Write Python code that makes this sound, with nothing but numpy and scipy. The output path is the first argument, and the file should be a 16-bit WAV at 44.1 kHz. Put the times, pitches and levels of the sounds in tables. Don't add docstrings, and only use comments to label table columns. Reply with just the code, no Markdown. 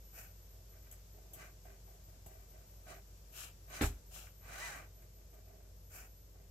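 import sys
import numpy as np
from scipy import signal
from scipy.fft import rfft, irfft
from scipy.io import wavfile

SR = 44100
rng = np.random.default_rng(int(sys.argv[2]) if len(sys.argv) > 2 else 0)


def put_to_file(sound):
    columns = np.atleast_2d(sound).T
    safe = np.clip(columns, -1, 1)
    whole_steps = np.round(safe * 32767)
    wavfile.write(sys.argv[1], SR, whole_steps.astype(np.int16))


N = 286650
TIME, FREQS = np.arange(N) / SR, np.fft.rfftfreq(N, 1 / SR)


def from_db(db):
    return 10 ** (np.asarray(db) / 20)


def rms_one(x):
    return x / np.sqrt(np.mean(x ** 2) + 1e-20)


def over_hz(points):
    hz, value = np.transpose(points)
    return np.interp(np.log(FREQS + 1e-3), np.log(hz), value)


def drift(rate_hz):
    knots = rng.standard_normal(int(rate_hz * N / SR) + 2)
    return rms_one(np.interp(TIME * rate_hz, np.arange(len(knots)), knots))


def coloured(x, spectrum):
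    ends = (1 + (spectrum[0][0] / (FREQS + 1)) ** 8) * (1 + (FREQS / spectrum[-1][0]) ** 16)
    return rms_one(irfft(rfft(x) * from_db(over_hz(spectrum)) / np.sqrt(ends), N))


def resonate(x, modes):
    out = 0
    for k, (hz, width_hz, db) in enumerate(modes):
        b, a = signal.iirpeak(min(hz, .45 * SR), hz / (2 * width_hz), fs=SR)
        ring = signal.lfilter(b, a, signal.lfilter(b, a, x + 1e-18))
        out = out + (-1) ** k * from_db(db) * rms_one(ring)
    return rms_one(out)


def impacts(per_s, spread_db):
    hits = rng.random(N) < per_s / SR
    force = from_db(spread_db * np.clip(rng.standard_normal(N), -2, 2))
    return hits * force * rng.standard_normal((2, N))


def ramp(start_s, rise_s, fall_s, longest_s=np.inf):
    up = (TIME - start_s) / min(rise_s, longest_s)
    down = (start_s + rise_s + fall_s - TIME) / min(fall_s, longest_s)
    return np.clip(np.minimum(up, down), 0, 1)


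def panned(pair, pan_db):
    return pair * from_db([[pan_db / 2], [-pan_db / 2]])


# frequency in Hz, left-right likeness (clipped to just within +-1).
LIKENESS = [(60, 1.2), (130, 0.7), (290, 1.04), (640, .5), (1400, 0.09), (3100, 0.1), (6800, 0),
            (15000, -0.5)]
def spread(pair):
    mid, side = rfft(pair)
    alike = np.clip(over_hz(LIKENESS), -.99, .995)
    return irfft((np.sqrt(1 + alike) * mid + np.sqrt(1 - alike) * side * [[1], [-1]]) / np.sqrt(2), N)


# frequency in Hz, relative density in dB.
RUMBLE_SPECTRUM = [(18, -21), (34, -11), (43, -5), (56, 4.5), (72, 0.5), (90, 3), (110, -6.5), (135, -6),
                   (200, -14), (280, -18), (420, -13.5), (650, -16.5)]
HISS_SPECTRUM = [(500, -3), (900, 0.5), (2000, -3.5), (3400, -2.5), (4400, -2), (5500, 2), (7700, 2),
                 (8800, -7), (10500, -7), (12200, 6), (13500, -3), (14500, -40), (16000, -35)]
# time in seconds, hiss level in dB.
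HISS_FADE = [(3.2, -66.5), (6.5, -69)]
def background(rumble_db=-63.1):
    rumble = coloured(rng.standard_normal((2, N)), RUMBLE_SPECTRUM)
    hiss = coloured(rng.standard_normal((2, N)), HISS_SPECTRUM)
    hiss_db = np.interp(TIME, *np.transpose(HISS_FADE))
    return from_db(rumble_db) * rumble + from_db(hiss_db) * hiss


# frequency in Hz, level in dB.
HUM_TONES = [(50, -58), (94, -68.5), (116, -75.5), (162, -77.5), (184, -83.5)]
def hum():
    out = 0
    for hz, db in HUM_TONES:
        peak = np.sqrt(2) * from_db(db + 0.59 * drift(6.1))
        out = out + peak * np.sin(2 * np.pi * hz * TIME + 0.17 * drift(3.6))
    return out


CURRENT_SHAPE_S = {"feed": (.05, .07, .04), "carriage": (.04, .05, .06), "lifter": (.15, .2, .22)}
def drive_whine(hz=11987, holding_db=-78, stroke_lead_s=.03, flutter_db=1.2, skirt_db=-12):
    surges = [(start - stroke_lead_s, STROKE_RISE_S, length, db) for start, length, *_, db in STROKES]
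    for motor, start, rise, fall, *_, db in MOVES:
        lead, attack, linger = CURRENT_SHAPE_S[motor]
        surges.append((start - lead, attack, lead + rise + fall + linger, db))
    swells = (from_db(db) * ramp(start, rise, length - rise) ** .6 for start, rise, length, db in surges)
    level = np.sqrt(from_db(holding_db) ** 2 + sum(swell ** 2 for swell in swells))
    lag_rad = 1.35 + .6 * drift(1.5)
    tones = []
    for channel in range(2):
        phase = 2 * np.pi * hz * TIME - channel * lag_rad + 0.62 * drift(27)
        tones.append(np.sin(phase) * from_db(flutter_db * drift(5.4)))
    return level * rms_one(np.array(tones) * (1 + from_db(skirt_db) * drift(170)))


# frequency in Hz, width in Hz, relative level in dB.
FRAME_MODES = [(143, 26, -7), (343, 140, -8.5), (657, 93, -1.5), (780, 87, -5), (940, 320, -11.5)]
def gear_train(groan, chatter, housing):
    teeth = impacts(per_s=4200, spread_db=0.5)
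    return chatter * resonate(teeth, housing) + groan * resonate(teeth, FRAME_MODES)


# frequency in Hz, width in Hz, relative level in dB.
SMALL_PART_MODES = [(3070, 440, -6.5), (6700, 700, 0), (7020, 300, -3), (7830, 150, 4), (11450, 1600, 3.5),
                    (13300, 400, 7), (14700, 1100, -6)]
def sliding(spectrum, ring_db=-9):
    slips = impacts(per_s=22000, spread_db=2.5) * from_db(drift(120))
    return rms_one(coloured(slips, spectrum) + from_db(ring_db) * resonate(slips, SMALL_PART_MODES))


# frequency in Hz, width in Hz, relative level in dB.
LIFTER_HOUSING = [(1210, 260, -2.5), (1510, 83, 0), (1820, 200, 0), (2246, 69, -6.5), (2520, 200, 1.5)]
FEED_HOUSING = [(1163, 130, -2), (1536, 87, -0.5), (1980, 225, 0), (2354, 67, -4.5), (2510, 150, -6.5),
                (2940, 170, -13)]
CARRIAGE_HOUSING = [(1270, 330, -2), (1600, 390, -1.5), (2360, 120, -2.7), (2700, 170, -0.52),
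                    (3120, 370, -1.4)]
# frequency in Hz, relative density in dB.
LIFTER_SCRAPE = [(2900, -11), (3500, -25), (4500, -11), (6000, -3), (7600, -1), (8700, -8.5),
                 (11000, -10.5), (12500, -1.5), (15700, -8.5)]
FEED_SCRAPE = [(1760, -17), (3000, -2.5), (3640, -8.5), (3930, 1), (4120, -4), (5580, -4.5), (6070, 1.5),
               (7460, -1), (10300, -8.5), (12100, -14.5), (15600, -13)]
CARRIAGE_SCRAPE = [(1880, -29), (3200, -7), (4010, -3.5), (4610, -9), (5020, -4), (5620, -3), (7430, 2),
                   (8830, -6), (10900, -6.5), (12100, -4.5), (13600, -10), (14600, -11), (15600, -10)]
# motor; start, run-up and braking in seconds; groan, chatter, scrape and whine in dB.
MOVES = [ ("lifter", 0.112, .068, .135, -66, -58, -53.5, -64.5),
         ("feed", 1.34, .072, .105, -65, -55.8, -59.5, -71),
         ("feed", 2.838, .07, .1, -58.5, -57, -57, -64.5),
         ("carriage", 3.308, .095, .118, -65.5, -53, -48.5, -64.5),
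         ("feed", 3.668, .088, .14, -57, -49.5, -50.5, -63.5),
         ("carriage", 4.088, .072, .165, -66, -60, -53, -65),
         ("feed", 4.395, .245, .24, -60, -52.7, -49.2, -68.5),
         ("lifter", 5.888, .068, .14, -64.5, -57.2, -52, -64.5), ]
def darts(motor, housing, spectrum, pan_db, gear_lag_s=.008):
    groan = chatter = scrape = 0
    for name, start_s, rise_s, fall_s, groan_db, chatter_db, scrape_db, _ in MOVES:
        if name == motor:
            speed = ramp(start_s, rise_s, fall_s)
            load = ramp(start_s + gear_lag_s, rise_s, fall_s, longest_s=.15)
            groan = groan + from_db(groan_db) * load ** .6
            chatter = chatter + from_db(chatter_db) * load
            scrape = scrape + from_db(scrape_db) * speed ** 1.4
    gears = spread(gear_train(groan, chatter, housing))
    slide = spread(scrape * sliding(spectrum))
    return gears + panned(slide, pan_db)


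STROKE_RISE_S = .035
# frequency in Hz, relative density in dB.
MURMUR_SPECTRUM = [(120, -29), (200, -14.5), (253, -8.5), (286, -11.5), (406, -2), (510, -23), (637, 0.5),
                   (1000, -26), (1300, -50), (2200, -120)]
# start and length in seconds; murmur, chatter and whine in dB.
STROKES = [ (0.51, .18, -74, -88, -71), (0.71, .13, -73, -73, -66.5), (0.82, .24, -74, -72, -69),
           (1.125, .22, -66.5, -80, -69.5), (1.305, .32, -68.5, -80, -71), (1.645, .17, -66, -69, -68),
           (1.86, .18, -68.5, -76, -66), (2.06, .17, -72, -77, -65.5), (2.28, .22, -67.5, -71, -65),
           (2.505, .19, -71.5, -73.5, -65.5), (2.68, .17, -75, -83, -66), (3.07, .16, -78, -90, -72),
           (4.955, .18, -71.5, -77, -69), (5.16, .11, -72, -79, -67.5), (5.3, .16, -67.5, -75, -71),
           (5.45, .33, -68.5, -77, -73), (6.33, .17, -72, -78, -78), ]
def creeping(pan_db=-5):
    murmur = chatter = 0
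    for start_s, length_s, murmur_db, chatter_db, _ in STROKES:
        effort = ramp(start_s, STROKE_RISE_S, length_s - STROKE_RISE_S) ** .7
        murmur = murmur + from_db(murmur_db) * effort
        chatter = chatter + from_db(chatter_db) * effort
    teeth = impacts(per_s=1200, spread_db=0.5)
    motors = spread(murmur * coloured(teeth, MURMUR_SPECTRUM))
    clicks = spread(chatter * resonate(teeth, FEED_HOUSING))
    return panned(motors, pan_db) + clicks


# start in seconds; frame, housing and small-part levels in dB; T60 in seconds.
TICKS = [(0.911, -78, -80, -49.5, .08), (0.923, -72, -71, -56, .16), (1.333, -70, -74, -45.5, .13),
         (1.653, -57.5, -68, -63.5, .11), (1.875, -61, -76, -80, 0.088), (2.26, -55.5, -70, -53.5, .15),
         (2.871, -63, -72, -77, 0.11), (4.159, -56.5, -55, -57, 0.075), (4.267, -72, -57, -71, 0.096),
         (4.755, -60, -51.5, -54, .16), (5.019, -78, -66, -65, 0.11), (5.337, -75, -71, -62.5, .1)]
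def ticks(attack_s=.003):
    envelopes = np.zeros((3, N))
    for start_s, *levels_db, t60_s in TICKS:
        start = round(start_s * SR)
        age_s = TIME[:N - start]
        decay = from_db(-60 * np.minimum(age_s / t60_s, 10))
        envelopes[:, start:] += from_db(levels_db)[:, None] * np.minimum(age_s / attack_s, 1) * decay
    bodies = [FRAME_MODES, FEED_HOUSING, SMALL_PART_MODES]
    rings = [resonate(rng.standard_normal((2, N)), modes) for modes in bodies]
    return sum(envelope * ring for envelope, ring in zip(envelopes, rings))


# start in seconds, impulse in dB, contact time in seconds.
BLOWS = [(3.8114, -32, 0.0019), (3.825, -33.5, 0.00106), (3.8373, -21.5, .007), (3.893, -33, 0.0084)]
# frequency in Hz, gain in dB, T60 in seconds.
CHASSIS_MODES = [(45.7, -10, 0.61), (74.6, -3, 0.13), (102.6, -5, 0.13), (160, -10.5, 0.45),
                 (249, -1, 0.079), (271, 5.5, 0.13), (317.5, -8, 0.16), (403.4, -0.5, 0.15),
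                 (757, 0, 0.073), (1600, -9, .06)]
def knock():
    force = np.zeros(N)
    for start_s, db, contact_s in BLOWS:
        push = np.sin(np.pi * np.clip((TIME - start_s) / contact_s, 0, 1))
        force += from_db(db) * push / push.sum()
    out = 0
    for hz, db, t60_s in CHASSIS_MODES:
        radius, angle = from_db(-60 / (t60_s * SR)), 2 * np.pi * hz / SR
        feedback = [1, -2 * radius * np.cos(angle), radius * radius]
        surface_velocity = signal.lfilter([.5, 0, -.5], feedback, force + 1e-18)
        out = out + from_db(db) * surface_velocity
    return out


def shake(start_s, db, attack_s, hold_s, t60_s):
    settling = np.clip((TIME - start_s - attack_s - hold_s) / t60_s, 0, 10)
    return np.clip((TIME - start_s) / attack_s, 0, 1) * from_db(db - 60 * settling)


# frequency in Hz, relative density in dB.
BRICK_SPECTRUM = [(330, -5), (420, 3), (510, -16), (620, -7), (760, -1.5), (900, -8), (1200, -6),
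                  (1600, -3), (1800, -6.5), (2400, -6.5), (2800, -12.5), (3300, -14), (4000, -11),
                  (4700, -19)]
# start in seconds, level in dB, then attack, hold and T60 in seconds.
BRICK_SHAKE = (3.808, -36, .004, .026, .15)
PIN_SHAKE = (3.808, -43.3, .012, .042, .15)
def rattle(ring_db=-5):
    bricks = coloured(impacts(per_s=8000, spread_db=1.5), BRICK_SPECTRUM)
    sizzle = sliding(CARRIAGE_SCRAPE)
    ring = resonate(impacts(per_s=12000, spread_db=1.0), SMALL_PART_MODES)
    pins = sizzle + from_db(ring_db) * ring
    return shake(*BRICK_SHAKE) * bricks + shake(*PIN_SHAKE) * pins


# time in seconds, tooth rate in Hz.
TRAVERSE = [(4.43, 400), (4.56, 735), (4.6, 875), (4.626, 985), (4.648, 1008), (4.67, 986), (4.705, 862),
            (4.76, 780), (4.862, 400)]
# multiple of the tooth rate, relative level in dB.
GEAR_ORDERS = [(.67, -13), (0.801, -22), (.96, -5.5), (1.13, -14), (1.36, -9), (1.55, -9.5), (1.779, -6),
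               (2, 1.5), (2.2, -17), (2.42, -5), (2.7, -13), (3, -10.5)]
def gear_tones(top_speed_db=-47, wobble=0.012, flutter_db=2):
    tooth_hz = np.interp(TIME, *np.transpose(TRAVERSE), left=0, right=0)
    cycles = np.cumsum(tooth_hz * (1 + wobble * drift(160))) / SR
    tones = 0
    for order, db in GEAR_ORDERS:
        gain = from_db(db + flutter_db * drift(45))
        tones = tones + gain * np.sin(2 * np.pi * (order * cycles + rng.random((2, 1))))
    level = from_db(top_speed_db) * (tooth_hz / tooth_hz.max()) ** 4
    return level * tones / tones[:, tooth_hz > 0].std()


def room(x, wet_db=-17, t60_s=0.38, predelay_s=.006):
    t = TIME[:SR // 2]
    tail = rng.standard_normal((2, len(t))) * from_db(-60 * t / t60_s) * (t > predelay_s)
    wet = signal.fftconvolve(x, rms_one(tail) / np.sqrt(len(t)), axes=1)[:, :N]
    return x + from_db(wet_db) * spread(wet)


def scene():
    feed = darts("feed", FEED_HOUSING, FEED_SCRAPE, pan_db=-1.2)
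    carriage = darts("carriage", CARRIAGE_HOUSING, CARRIAGE_SCRAPE, pan_db=3.5)
    lifter = darts("lifter", LIFTER_HOUSING, LIFTER_SCRAPE, pan_db=-.6)
    motors = feed + carriage + lifter + creeping() + spread(gear_tones()) + drive_whine()
    contacts = spread(ticks() + rattle()) + knock()
    return room(motors + contacts) + spread(background()) + hum()


CUTOFF_HZ = 15750
# frequency in Hz, left minus right in dB.
MIC_BALANCE = [(100, 0.5), (260, 0), (400, -5.5), (650, -6.5), (1000, -4), (1500, -1), (2300, 3.5),
               (3600, 1.5), (4600, 5.5), (6000, 3), (7700, 1), (9200, 4), (12000, 2.5), (15000, 5)]
def record(dry):
    heard = irfft(rfft(dry) * from_db(over_hz(MIC_BALANCE) * [[.5], [-.5]]), N)
    return signal.sosfilt(signal.ellip(12, .1, 80, CUTOFF_HZ, fs=SR, output="sos"), heard)


dry = scene()
out = record(dry)
put_to_file(out)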